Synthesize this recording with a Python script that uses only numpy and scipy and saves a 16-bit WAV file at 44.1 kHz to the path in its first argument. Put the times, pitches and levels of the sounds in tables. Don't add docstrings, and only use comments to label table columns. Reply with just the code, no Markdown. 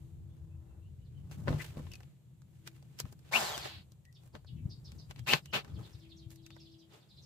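import sys
import numpy as np
from scipy import signal
from scipy.fft import rfft, irfft
from scipy.io import wavfile

SR = 44100
rng = np.random.default_rng(int(sys.argv[2]) if len(sys.argv) > 2 else 0)


def master(y):
    cut = np.clip(np.atleast_2d(y).T, -1, 1)
    pcm = np.round(cut * 32767)
    wavfile.write(sys.argv[1], SR, pcm.astype(np.int16))


N = 319857
TIME = np.arange(N) / SR
TOP_HZ, EDGE_HZ = 248, 15600


def amp(db):
    return 10 ** (np.asarray(db) / 20)


def unit(x):
    return x / np.sqrt(np.mean(x ** 2) + 1e-20)


def read(points, hz):
    f, value = np.transpose(points)
    return np.interp(np.log(hz + 1), np.log(abs(f) + 1), value)


def add(mix, s, sound):
    part = mix[:, max(round(s * SR), 0):][:, :sound.shape[-1]]
    part += sound[..., :part.shape[1]]


def pan(side_db):
    return amp(np.array([[.5], [-.5]]) * side_db)


def colour(x, points, size=8192):
    gain = amp(np.maximum(read(points, abs(np.fft.fftfreq(size, 1 / SR))), -100))
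    minimum_phase = np.exp(np.conj(signal.hilbert(np.log(unit(gain)))))
    taps = np.fft.ifft(minimum_phase).real[:size // 2]
    return signal.fftconvolve(x, taps[None], axes=1)[:, :x.shape[1]]


def mic_pair(x, sides):
    # (frequency [Hz], correlation [0-1])
    likeness = [(30, 1), (130, 0.81), (300, 0.36), (700, 0.4), (1500, 0), (4000, 0.045), (15000, 0)]
    z, hz = rfft(x), np.fft.rfftfreq(x.shape[1], 1 / SR)
    same = np.clip(read(likeness, hz), -1, 1)
    right = same * z[0] + np.sqrt(1 - same ** 2) * z[1]
    return irfft(np.array([z[0], right]) * pan(read(sides, hz)), x.shape[1])


def bands(x):
    filters = [(1300, "low"), ((1300, 6000), "band"), (6000, "high")]
    return [signal.sosfilt(signal.butter(3, hz, kind, fs=SR, output="sos"), x) for hz, kind in filters]


def wander(count, rate):
    knots = rng.standard_normal(8192)
    return np.interp(np.arange(count) * rate / SR, np.arange(len(knots)), knots)


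def grit(count, spread_db, rate):
    return unit(rng.standard_normal((2, count)) * amp(spread_db * wander(count, rate)))


def glides(rows, rasp):
    out = np.zeros((2, N))
    for s, first_hz, last_hz, length, db in rows:
        count = int(length * SR)
        depth = rasp * (.45 + abs(np.log2(first_hz / last_hz)))
        tremble = depth * (wander(count, 2600) + .6 * wander(count, 90))
        hz = np.geomspace(first_hz, last_hz, count) * (1 + tremble)
        swell = signal.windows.tukey(count, .5) * amp(4 * wander(count, 120))
        add(out, s, amp(db) * swell * np.sin(2 * np.pi * np.cumsum(hz) / SR))
    return out


def background():
    # (time [s], rumble [dB], drone [dB], hiss [dB])
    levels = [(0, -51.5, -54.5, -67), (.35, -48.5, -52, -75.5), (.7, -51, -62.5, -72),
              (1.3, -48.5, -49.5, -73.5), (1.92, -51.5, -53, -62.5), (2.17, -68.5, -58.5, -73),
              (3.05, -63.5, -55, -71), (3.601, -60.5, -56.5, -66), (4.08, -64.5, -62.5, -73.5),
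              (4.75, -53.5, -54, -69.5), (5.5, -57, -57.5, -66.5), (5.95, -59, -57.5, -71.5),
              (6.6, -62.5, -60.5, -69.5), (7.02, -77, -66, -73), (7.25, -59.5, -60, -67)]
    # (frequency [Hz], density [dB])
    rumble_colour = [(15, -42), (30, -22), (55, -7), (85, 1.5), (105, -7.5), (150, -13), (250, -31.5),
                     (500, -40), (1000, -72)]
    drone_colour = [(40, -40), (95, -13), (120, 2), (140, 2), (165, -5.5), (210, -19), (270, -23),
                    (500, -35), (1000, -66)]
    hiss_colour = [(120, -29), (200, 0), (249, -22), (321, -9.5), (407, -17.5), (702, -21.5), (1560, -30.5),
                   (3890, -29.5), (5110, -36.5), (5910, -34.5), (7350, -28), (8980, -34), (14700, -34),
                   (15500, -42)]
    rumble = mic_pair(grit(N, spread_db=-2, rate=21), [(40, 3.2), (150, 4.3)])
    drone = mic_pair(grit(N, spread_db=.5, rate=14), [(100, 2.3), (300, 1)])
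    hiss = mic_pair(rng.standard_normal((2, N)), [(200, 1), (15000, .014)])
    layers = colour(rumble, rumble_colour), colour(drone, drone_colour), colour(hiss, hiss_colour)
    s, *columns = np.transpose(levels)
    return sum(unit(layer) * amp(np.interp(TIME, s, db)) for layer, db in zip(layers, columns))


def machine_hum(hz=327, rise_db_per_s=150, fade_db_per_s=146.5):
    # (harmonic [number], level [dB])
    partials = [(1, 6), (2, -19), (3, -32)]
    # (start [s], length [s], level [dB])
    runs = [(0, .82, -71), (2.683, 0.026, -64.5), (3.708, 0.018, -65), (4.837, 0.038, -74),
            (5.778, 0.033, -61.5), (6.05, .78, -62.5)]
    angle = 2 * np.pi * np.cumsum(hz * (1 + .0011 * wander(N, 17))) / SR
    tone = unit(sum(amp(db) * np.sin(k * angle) for k, db in partials))
    level = 0
    for s, length, db in runs:
        before, after = np.maximum(s - TIME, 0), np.maximum(TIME - s - length, 0)
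        level += amp(db - rise_db_per_s * before - fade_db_per_s * after)
    return tone * level * amp(-1) * pan(7.7)


def rubs(range_db=20):
    # (crest [s], rise [s], fade [s], low [dB], middle [dB], high [dB])
    strokes = [(.35, 0.24, 0.46, -74, -80, -81), (.75, 0.73, 0.16, -71, -98, -95),
               (1.2, 0.066, 0.26, -89, -102, -85), (1.318, 0.0099, 0.082, -60, -57, -58.5),
               (1.43, 0.28, 0.26, -61, -72, -69.5), (1.486, 0.026, 0.18, -43, -50.5, -59),
               (1.613, 0.062, .13, -60, -50, -53), (1.78, 0.058, 0.087, -51.5, -62, -65),
               (1.84, 0.9, .35, -72, -67, -78), (2.57, 0.11, 0.17, -90, -75.5, -75.5),
               (2.675, 0.02, 0.019, -61, -50, -55.5), (2.77, 0.21, 0.075, -76, -72, -74),
               (2.995, 0.019, .03, -70, -50, -53), (3.08, 0.45, 0.064, -69, -68.5, -71.5),
               (3.127, 0.014, 0.013, -67, -68, -60), (3.265, 0.058, 0.34, -68.5, -66, -73),
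               (3.657, .045, 0.046, -54, -43.5, -55), (4.26, 0.11, 0.062, -68.5, -72.5, -70),
               (4.352, 0.019, 0.038, -50.5, -60, -67), (4.656, 0.013, 0.093, -65, -78, -87),
               (4.96, 0.27, 0.21, -67.5, -75, -73), (5.106, 0.018, 0.025, -58, -58, -62),
               (5.191, 0.036, 0.027, -61, -60, -70), (5.68, 0.13, .2, -59, -66.5, -79),
               (5.79, 0.032, 0.14, -55.5, -66, -70), (5.86, .1, 0.35, -67.5, -66.5, -69),
               (6.316, 0.016, 0.042, -65.5, -61.5, -58.5), (6.938, 0.065, 0.18, -62.5, -64.5, -71)]
    # (frequency [Hz], level [dB])
    rub_colour = [(150, -18.5), (330, 0), (550, -7.5), (1200, -11.5), (2800, -10), (5500, -17.5),
                  (7500, -16.5), (9500, -21), (15000, -21.5)]
    friction = mic_pair(grit(N, spread_db=2.5, rate=250), [(300, 1), (15000, -1)])
    layers = bands(colour(friction, rub_colour))
    t, power = TIME[::32], 0
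    for s, rise, fade, *band_db in strokes:
        away = np.maximum((s - t) / rise, (t - s) / fade)
        power += amp(np.array(band_db)[:, None] - range_db * away) ** 2
    return sum(unit(layer) * np.interp(TIME, t, np.sqrt(p)) for layer, p in zip(layers, power))


def yard_echo(x, stretch, count=24000):
    # (frequency [Hz], t60 before stretching [s])
    decay = [(100, .25), (1000, .3), (4000, .25), (15000, .12)]
    taps = rng.standard_normal((2, count)) * (rng.random((2, count)) < .08)
    taps *= np.arange(count) > SR * .004
    hz, t, z = signal.stft(taps, SR, nperseg=256)
    t60 = stretch * read(decay, hz)[:, None]
    tail = signal.istft(z * amp(-60 * t / t60), SR)[1]
    return signal.fftconvolve(x, tail / np.linalg.norm(tail[0]), axes=1)[:, :N]


def birds(chatter_count=24, chatter_from_s=5.1, chatter_hz=5500, chatter_db=-73):
    # (time [s], top pitch [Hz], level [dB])
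    nearer = [(1.04, 4750, -83), (4.136, 5580, -66), (4.323, 5600, -71.5), (4.46, 4980, -65),
              (4.555, 3750, -72.5), (4.69, 6000, -60), (4.84, 5750, -60), (4.977, 5970, -64),
              (5.734, 5260, -70.5), (5.818, 5400, -65), (5.92, 6540, -67.5), (6.01, 4710, -68.5),
              (6.085, 5300, -67), (6.16, 6400, -70), (6.418, 5120, -69), (6.5, 5200, -69),
              (6.59, 6350, -65.5), (6.638, 5390, -64.5), (6.708, 5540, -65.5), (6.803, 5080, -74.5),
              (7.083, 5520, -67.5), (7.153, 5650, -65.5), (7.21, 6700, -69.5)]
    # (time [s], pitch [Hz], level [dB])
    whistles = [(.28, 3410, -87), (.49, 2550, -84), (0.674, 2630, -87.5), (.81, 2747, -81.5),
                (.98, 2860, -87), (1.138, 3020, -80), (4.035, 1913, -79), (5.461, 2900, -67.5)]
    chirp_s, chirp_fall, spread_octaves = .042, .56, .11
    whistle_s, whistle_rise = .066, 1.05
    chirps = list(nearer)
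    for k, (when, pitch) in enumerate(rng.random((chatter_count, 2))):
        s = chatter_from_s + (k + when) / chatter_count * (N / SR - chatter_from_s)
        chirps.append((s, chatter_hz * 2 ** (.5 * (pitch - .5)), chatter_db))
    variation = 2 ** (spread_octaves * rng.uniform(-1, 1, (len(chirps), 2)))
    notes = [(s, hz, hz * chirp_fall * fall, chirp_s * stretch ** 2, db)
             for (s, hz, db), (fall, stretch) in zip(chirps, variation)]
    notes += [(s, hz, hz * whistle_rise, whistle_s, db) for s, hz, db in whistles]
    calls = glides(notes, rasp=.08)
    return amp(3.15) * (.55 * calls + yard_echo(calls, stretch=.85)) * pan(1)


def resonate(x, ring_db):
    # (frequency [Hz], width [Hz], level [dB])
    resonances = [(430, 130, -5), (867, 18, 1), (1051, 16, 0), (1475, 25, 2), (1750, 30, -1), (2517, 20, 2),
                  (2655, 50, 1), (2895, 30, 2), (3566, 22, 0), (4420, 30, 1)]
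    return x + sum(amp(db + ring_db) * signal.lfilter(*signal.iirpeak(hz, hz / width, SR), x)
                   for hz, width, db in resonances)


def clicks(count=8000, lead_s=.02, lead_in_s=.004, snap_s=.001, rattle_t60_s=.052):
    # (time [s], level [dB], body [dB], treble [dB], left minus right [dB])
    contacts = [(1.313, -41, -7, -9, 1), (1.475, -26, 25, -34, 2), (1.481, -20.5, 1, -33, 4),
                (1.486, -27.5, -3.5, -37, -7), (1.528, -32, -1, -33, 7), (1.771, -48, -9, -30, 8),
                (1.868, -44, -6, -28, 2), (1.918, -45, -26, 2, -9), (1.936, -39.5, -18, -2.5, -6),
                (1.955, -42, -20, 4, 1), (2.005, -44, -5, -13, 2), (2.032, -49, -13, -15, 3),
                (2.419, -54, -5.5, -5, -1.5), (2.675, -33.5, -15, -6.5, 0), (2.826, -50.5, -7, -9, 0.5),
                (2.989, -38, -29, 3, -8), (3.001, -22, -12.5, -1.5, 2.5), (3.054, -42.5, -3.5, -26, 4),
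                (3.126, -43.5, -4, -7, 2), (3.192, -53.5, -14, -5, -5), (3.324, -38, -11.5, -10.5, -1),
                (3.578, -25.5, -8, -6.5, 1.5), (3.657, -27, 14, -27, 1), (3.92, -49.5, -6, 2, 3),
                (4.053, -52, -31.5, -7.5, 0.5), (4.127, -55, -34, 1, 1), (4.352, -36, -6.5, -24, 1),
                (4.447, -49.5, 3, -10, -1), (4.919, -44, -19, -9.5, 2), (5.11, -35, -13, -15.5, 1),
                (5.161, -44.5, -16, -17, 5), (5.193, -43, -22, -7, -5), (5.335, -6.5, -12.5, -29, 4.5),
                (5.458, -39.5, -23, -9.5, 3), (5.647, -41, -8, -15, 4), (6.305, -46.5, -33, -1, -3),
                (6.359, -47.5, -24, -1.5, -1), (6.464, -40.5, -34, -8, 0), (6.505, -44.5, -14.5, -17, 6),
                (6.565, -43, -1, -13, -1)]
    # (frequency [Hz], level [dB])
    click_colour = [(150, -7), (500, 6), (1200, 3), (2700, 11), (4500, 3.5), (7500, -9.5), (9500, -16.5),
                    (13000, -13.5), (16000, -23)]
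    out, t = np.zeros((2, N)), np.arange(count) / SR - lead_s
    lead_in = amp(-14) * np.exp(-abs(t) / lead_in_s)
    snap = np.exp(-abs(t) / snap_s)
    rattle = amp(-11 - 60 * abs(t) / rattle_t60_s)
    envelope = np.where(t < 0, lead_in, snap + rattle)
    envelope_rms = np.sqrt(np.mean(envelope ** 2))
    for s, db, body_db, treble_db, side_db in contacts:
        burst = mic_pair(rng.standard_normal((2, count)), [(100, .021), (15000, .0051)]) * envelope
        low, middle, high = map(unit, bands(colour(resonate(burst, ring_db=-12.5), click_colour)))
        click = unit(amp(body_db) * low + amp(-8) * middle + amp(treble_db) * high)
        add(out, s - lead_s, click * envelope_rms * amp(db - 6) * pan(side_db))
    return out


def bench_shoves():
    # (time [s], half length [s], level [dB])
    shoves = [(1.39, 0.033, -43), (1.516, 0.06, -35), (1.82, 0.1, -52.5), (3.057, 0.024, -47),
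              (3.793, 0.026, -51.5), (4.541, 0.049, -48.5), (4.667, 0.08, -46), (4.968, 0.054, -50),
              (5.2, 0.043, -50.5), (5.764, 0.075, -43), (6.3, .04, -61)]
    # (frequency [Hz], density [dB])
    shove_colour = [(25, -44), (45, -15.5), (65, -4), (100, 0), (140, -5.5), (200, -11), (300, -19),
                    (800, -59.5)]
    noise = mic_pair(rng.standard_normal((2, N)), [(50, 4), (200, 3.2)])
    swells = sum(amp(db) * np.exp(-((TIME - s) / half_s) ** 2) for s, half_s, db in shoves)
    return unit(colour(noise, shove_colour)) * swells


def bench_knocks(count=20000):
    # (time [s], level [dB])
    blows = [(1.479, -42.5), (1.486, -28), (1.506, -28.5), (1.526, -34), (1.547, -43), (1.771, -38.5),
             (1.797, -41), (4.347, -47.5), (5.337, -57)]
    # (frequency [Hz], level [dB], t60 [s])
    modes = [(62, -12, 0.22), (104.6, -6.5, 0.11), (148.7, -2, 0.28), (218, -3, 0.11), (240, -9.5, 0.074),
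             (302, -11, 0.091), (499, -7.5, 0.074)]
    out, t = np.zeros((2, N)), np.arange(count) / SR
    ring = sum(amp(db - 60 * t / t60) * np.sin(2 * np.pi * hz * t) for hz, db, t60 in modes)
    for s, db in blows:
        add(out, s, amp(db) * ring * pan(.65))
    return out


def squeaks():
    # (time [s], first pitch [Hz], last pitch [Hz], length [s], level [dB])
    slips = [(1.59, 1646, 2420, 0.042, -43), (1.912, 3270, 2930, 0.0196, -49.5),
             (1.933, 2890, 2560, 0.015, -50.5), (1.953, 2810, 2480, 0.009, -51)]
    return amp(-4) * resonate(glides(slips, rasp=.198), ring_db=-5) * pan(11.5)


def handling_bumps(count=20000):
    # (time [s], level [dB], pitch [Hz], half length [s])
    bumps = [(3.047, -31.5, 108, 0.0063), (4.516, -45.5, 125, 0.021), (4.594, -37.5, 105, 0.0052),
             (4.659, -26, 113, 0.0045), (5.214, -38.5, 121, 0.023), (5.348, -31.5, 146, 0.013),
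             (5.73, -47, 99, 0.0047), (5.795, -58, 107, 0.0081), (5.953, -40, 100, 0.01),
             (6.269, -37.5, 109, 0.0076)]
    out, t = np.zeros((2, N)), np.arange(count) / SR
    t -= t.mean()
    for s, db, hz, half_s in bumps:
        bump = np.exp(-(t / half_s) ** 2) * np.sin(2 * np.pi * hz * t)
        add(out, s + t[0], amp(db) * bump * pan(4))
    return out


def rotor(t, held, spinup, friction, drag_per_s=1.4):
    driven = TOP_HZ * (1 - np.exp(-np.minimum(t, held) / spinup))
    offset = friction / drag_per_s
    return np.maximum((driven + offset) * np.exp(-drag_per_s * np.maximum(t - held, 0)) - offset, 0)


def gear_rattle(angle, body):
    # (frequency [Hz], left minus right [dB])
    sides = [(60, 2.5), (110, -2), (200, -5.5), (380, 11.5), (700, -2), (1290, 4.5), (2380, 0.5), (4400, 2),
             (8120, -8), (15000, -0.5)]
    rattle = grit(len(angle), spread_db=-.5, rate=1500) * (1 + .3 * np.cos(angle))
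    return unit(colour(resonate(mic_pair(rattle, sides), ring_db=-5.5), body))


def gear_whine(angle, speed):
    # (multiple [per turn], level [dB])
    partials = [(24, -1.5), (28, -7), (30, -6), (36, -2), (42, -5), (48, 1), (60, -4), (72, -3), (84, -3),
                (96, -2), (120, -3)]
    # (frequency [Hz], level [dB])
    shell = [(500, -20), (2000, -2), (3200, 1), (4500, 1), (5600, -8), (8000, -7), (9500, -16),
             (15000, -16)]
    teeth = 0
    for k, db in partials:
        level = amp(db + 4 * wander(len(angle), 110)) * (k * speed < EDGE_HZ)
        teeth += level * np.cos(k * angle + 2 * np.pi * rng.random((2, 1)))
    return unit(colour(teeth, shell))


def brush_whir(speed):
    # (frequency [Hz], level [dB])
    whir_colour = [(800, -20), (2600, -4), (4200, 0), (5000, -8.5), (6000, -26), (15000, -27)]
    chatter = unit(colour(grit(len(speed), spread_db=.5, rate=1800), whir_colour))
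    return chatter * amp(5) * np.interp(speed, [3, 25, 60, 120], [0, 3.2, 1.6, 0])


def armature_growl(angle, current, ring_hz=2520, width_hz=520):
    slots = np.cos(12 * angle + .8 * wander(len(angle), 750) + 2 * np.pi * rng.random((2, 1)))
    force = current * slots * (1 + .55 * wander(len(angle), 700))
    return signal.lfilter(*signal.iirpeak(ring_hz, ring_hz / width_hz, fs=SR), force) * pan(9.6)


def blip(body, held, spinup, friction, level_db, whine_db, growl_db, fizz_db, count=26000):
    current_fade_s, judder_hz, kick_db, spark_db, loudness_power = .0092, 4, 10.5, 3, 2.19
    t = np.arange(count) / SR
    speed = rotor(t, held, spinup, friction)
    pace = speed / TOP_HZ
    current = np.exp(-np.maximum(t - held, 0) / current_fade_s)
    backlash = judder_hz * (1 + current) * wander(count, 700)
    angle = 2 * np.pi * np.cumsum(speed + backlash) / SR
    gears = gear_rattle(angle, body)
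    treble = signal.sosfiltfilt(signal.butter(2, 4500, "high", fs=SR, output="sos"), gears)
    rattle = (gears - treble) * amp(kick_db * current * (1 - pace))
    fizz = treble * amp(fizz_db + spark_db * current)
    whine = gear_whine(angle, speed) * (1 - current) ** 2
    whir = brush_whir(speed) * (t > held)
    coasting = amp(whine_db) * (whine + whir) * np.interp(speed, [60, 230], [1.4, .85])
    growl = amp(growl_db) * armature_growl(angle, current)
    unbalance = amp(-15) * pace ** 2 * np.sin(angle)
    return (rattle + fizz + coasting + growl + unbalance) * amp(level_db) * pace ** loudness_power


def drill():
    # (start [s], held [s], spin-up [s], friction [Hz/s],
    # level [dB], whine [dB], growl [dB], brush fizz [dB])
    pulls = [(3.31, .058, .021, 301.5, -29.5, -8, 8.5, -6), (5.26, .075, .017, 2600, -32, -38, 4.5, 4.5),
             (5.525, 0.036, .008, 3000, -33.5, -18.5, 2.5, -2.5)]
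    # (frequency [Hz], density [dB])
    free = [(71, -38.5), (120, -36.5), (225, -14.5), (265, -27.5), (312, -15.5), (478, -11.5), (690, -0.5),
            (1720, -9.5), (2440, -10.5), (2590, -15.5), (3170, -9), (7610, -11.5), (9320, -20.5),
            (12400, -13), (15500, -23.5)]
    braced = [(53, -50), (90, -13), (151, -2.5), (288, -13), (846, -4.5), (942, -7.5), (1510, -7),
              (1880, -9), (2590, -4.5), (4440, -10.5), (5630, -19.5), (7780, -22.5), (9050, -30.5),
              (13600, -23), (15500, -29.5)]
    out = np.zeros((2, N))
    for (s, *settings), body in zip(pulls, (free, braced, braced)):
        add(out, s, blip(body, *settings))
    return out


def scene():
    near = drill() + clicks() + bench_knocks() + handling_bumps() + rubs() + squeaks()
    reflections = amp(-15) * yard_echo(near, stretch=.057)
    return near + reflections + bench_shoves() + birds() + machine_hum() + background()


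def record(dry, low_cut_hz=30):
    dry = signal.sosfilt(signal.butter(2, low_cut_hz, "high", fs=SR, output="sos"), dry)
    band_limit = signal.firwin(511, EDGE_HZ, window=("kaiser", 9), fs=SR)
    return signal.oaconvolve(dry, band_limit[None], "same")


dry = scene()
out = record(dry)
master(out)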